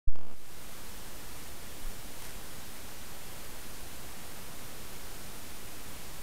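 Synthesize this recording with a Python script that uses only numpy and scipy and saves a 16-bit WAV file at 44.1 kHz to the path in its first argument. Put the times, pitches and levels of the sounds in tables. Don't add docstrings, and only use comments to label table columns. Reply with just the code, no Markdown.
import sys
import numpy as np
from scipy import signal
from scipy.fft import rfft, irfft
from scipy.io import wavfile

SR = 44100
rng = np.random.default_rng(int(sys.argv[2]) if len(sys.argv) > 2 else 0)


def store_pcm(level_fs):
    pcm = np.round(np.clip(level_fs, -1, 1) * 32767).astype(np.int16)
    wavfile.write(sys.argv[1], SR, np.atleast_2d(pcm).T)


N = 274302
TIME = np.arange(N) / SR


def gain_of(db):
    return 10 ** (np.asarray(db) / 20)


def unit_rms(x):
    return x / np.sqrt(np.mean(x ** 2) + 1e-20)


def noise(spectrum):
    hz, db = np.transpose(spectrum)
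    f = np.fft.rfftfreq(N, 1 / SR)
    shape_db = np.interp(np.log(f + 1), np.log(hz + 1), db)
    return unit_rms(irfft(rfft(rng.standard_normal(N)) * gain_of(shape_db), N))


def drift(hz):
    f = np.fft.rfftfreq(N, 1 / SR)
    lowpass = np.exp(-(f / hz) ** 2) * (f > 0)
    return unit_rms(irfft(rfft(rng.standard_normal(N)) * lowpass, N))


def decay(start_s, decay_s):
    return (TIME >= start_s) * np.exp(-np.maximum(TIME - start_s, 0) / decay_s)


def switch_on(start_s=.073, rise_s=.013, leak_s=.12, thud_db=-12.5, rest_db=-35.5, crackle_db=-55):
    # f/Hz, relative level/dB
    crackle_spectrum = [(400, 14), (800, 10), (1500, 12), (2000, 2), (12000, -2), (15500, -12)]
    ramp = np.clip((TIME - start_s) / rise_s, 0, 1)
    swing = ramp * np.sin(np.pi * ramp / 2) ** 0.9 * (1 + 0.28 * (1 - ramp))
    since_peak = np.maximum(TIME - start_s - rise_s, 0)
    bias = gain_of(thud_db) * np.exp(-since_peak / leak_s) + gain_of(rest_db)
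    crackle = gain_of(crackle_db) * ramp * np.exp(-since_peak / 0.0024) * noise(crackle_spectrum)
    return swing * bias + crackle


def ticks(first_s=.1581, count=11, start_hz=29.15, speedup_hz_per_s=293, width_s=.00052):
    step = np.arange(-2, 3 * (count - 1) + 1)
    is_tick = step % 3 == 0
    tick_hz = np.sqrt(start_hz ** 2 + 2 * speedup_hz_per_s * step / 3)
    times = first_s + (tick_hz - start_hz) / speedup_hz_per_s
    jitter, spread = rng.standard_normal((len(step), 2)).T
    times += .0008 * jitter * ~is_tick
    steps = sum(gain_of(db) * decay(s + width_s, decay_s=.0077) for s, db in zip(times, 2 * spread))
    steps *= gain_of(-42 - 25 * np.clip(TIME - first_s, 0, 1))
    depths = gain_of(-37 - 5.5 * np.log2(tick_hz / start_hz))
    dropouts = sum(depth * ((TIME >= s) & (TIME < s + width_s))
                   for s, depth in zip(times[is_tick], depths[is_tick]))
    rounding = signal.butter(1, 7500, fs=SR)
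    return signal.lfilter(*rounding, steps - dropouts)


def scratch(centre_s=2.255, spread_s=0.07, drag_db=-55, grain_db=2.5):
    # t/s, level/dB at the onset, before the input gain
    fractures = [(2.222, -39), (2.243, -45), (2.251, -45), (2.267, -45), (2.292, -50), (2.307, -44)]
    # f/Hz, relative level/dB
    litter_spectrum = [(300, -8), (2000, 1), (4000, -8), (6300, -3), (7600, -9), (9000, 3), (10800, -10),
                       (12600, -1), (14300, -14), (16000, -30)]
    stroke = np.exp(-((TIME - centre_s) / spread_s) ** 2)
    drag = gain_of(drag_db + grain_db * drift(hz=120)) * stroke
    snaps = sum(gain_of(db) * decay(s, decay_s=.0017) for s, db in fractures)
    return (drag + snaps) * noise(litter_spectrum)


def hiss(level_db=-46.5):
    # f/Hz, relative level/dB
    hiss_spectrum = [(30, 12), (100, 14), (200, 12), (400, 8.7), (800, 5.8), (1600, 3.6), (3200, 1),
                     (6000, -.8), (10000, -1.4), (13200, -1.8), (14800, -3.8), (15700, -8)]
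    return gain_of(level_db + 0.15 * drift(hz=6.6)) * noise(hiss_spectrum)


def whine(pitch_hz=8857.8, wander_hz=0.57, tone_db=-67, band_db=-73):
    cycles = np.cumsum(pitch_hz + wander_hz * drift(hz=3.3)) / SR
    tone = np.sqrt(2) * np.sin(2 * np.pi * cycles)
    band = noise([(6650, -30), (6860, 0), (7070, -30)])
    return gain_of(tone_db) * tone + gain_of(band_db) * band


def air(rumble_db=-49.5):
    # f/Hz, relative level/dB
    rumble_spectrum = [(5, -4), (16, -2), (24, -13), (36, -13), (65, -13.5), (110, -27), (250, -50)]
    # t/s, peak level/dB before the input gain, f/Hz
    bumps = [(1.863, -24.5, 15), (2.361, -40.5, 36), (3.53, -37, 14), (3.84, -39, 15), (5.143, -35, 16)]
    pressure = gain_of(rumble_db + 1.7 * drift(hz=1.5)) * noise(rumble_spectrum)
    for s, db, hz in bumps:
        phase_squared = (np.pi * hz * (TIME - s)) ** 2
        pressure -= gain_of(db) * (1 - 2 * phase_squared) * np.exp(-phase_squared)
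    return pressure


def input_gain(shut_db=-23.5, fade_s=.37, cold_db=-1.13, warm_up_s=1.6):
    return gain_of(shut_db * np.exp(-(TIME / fade_s) ** 2) + cold_db * np.exp(-TIME / warm_up_s))


def scene(power_on_s=.078):
    gain = input_gain()
    crosstalk = np.maximum(gain, gain_of(-14))
    amplified = gain * (hiss() + air() + scratch()) + crosstalk * whine()
    return ((TIME > power_on_s) * amplified + switch_on() + ticks())[None]


def record(dry, cutoff_hz=15740):
    lowpass = signal.firwin(1023, cutoff_hz, window=("kaiser", 9), fs=SR)
    return signal.oaconvolve(dry, lowpass[None], "same")


dry = scene()
out = record(dry)
store_pcm(out)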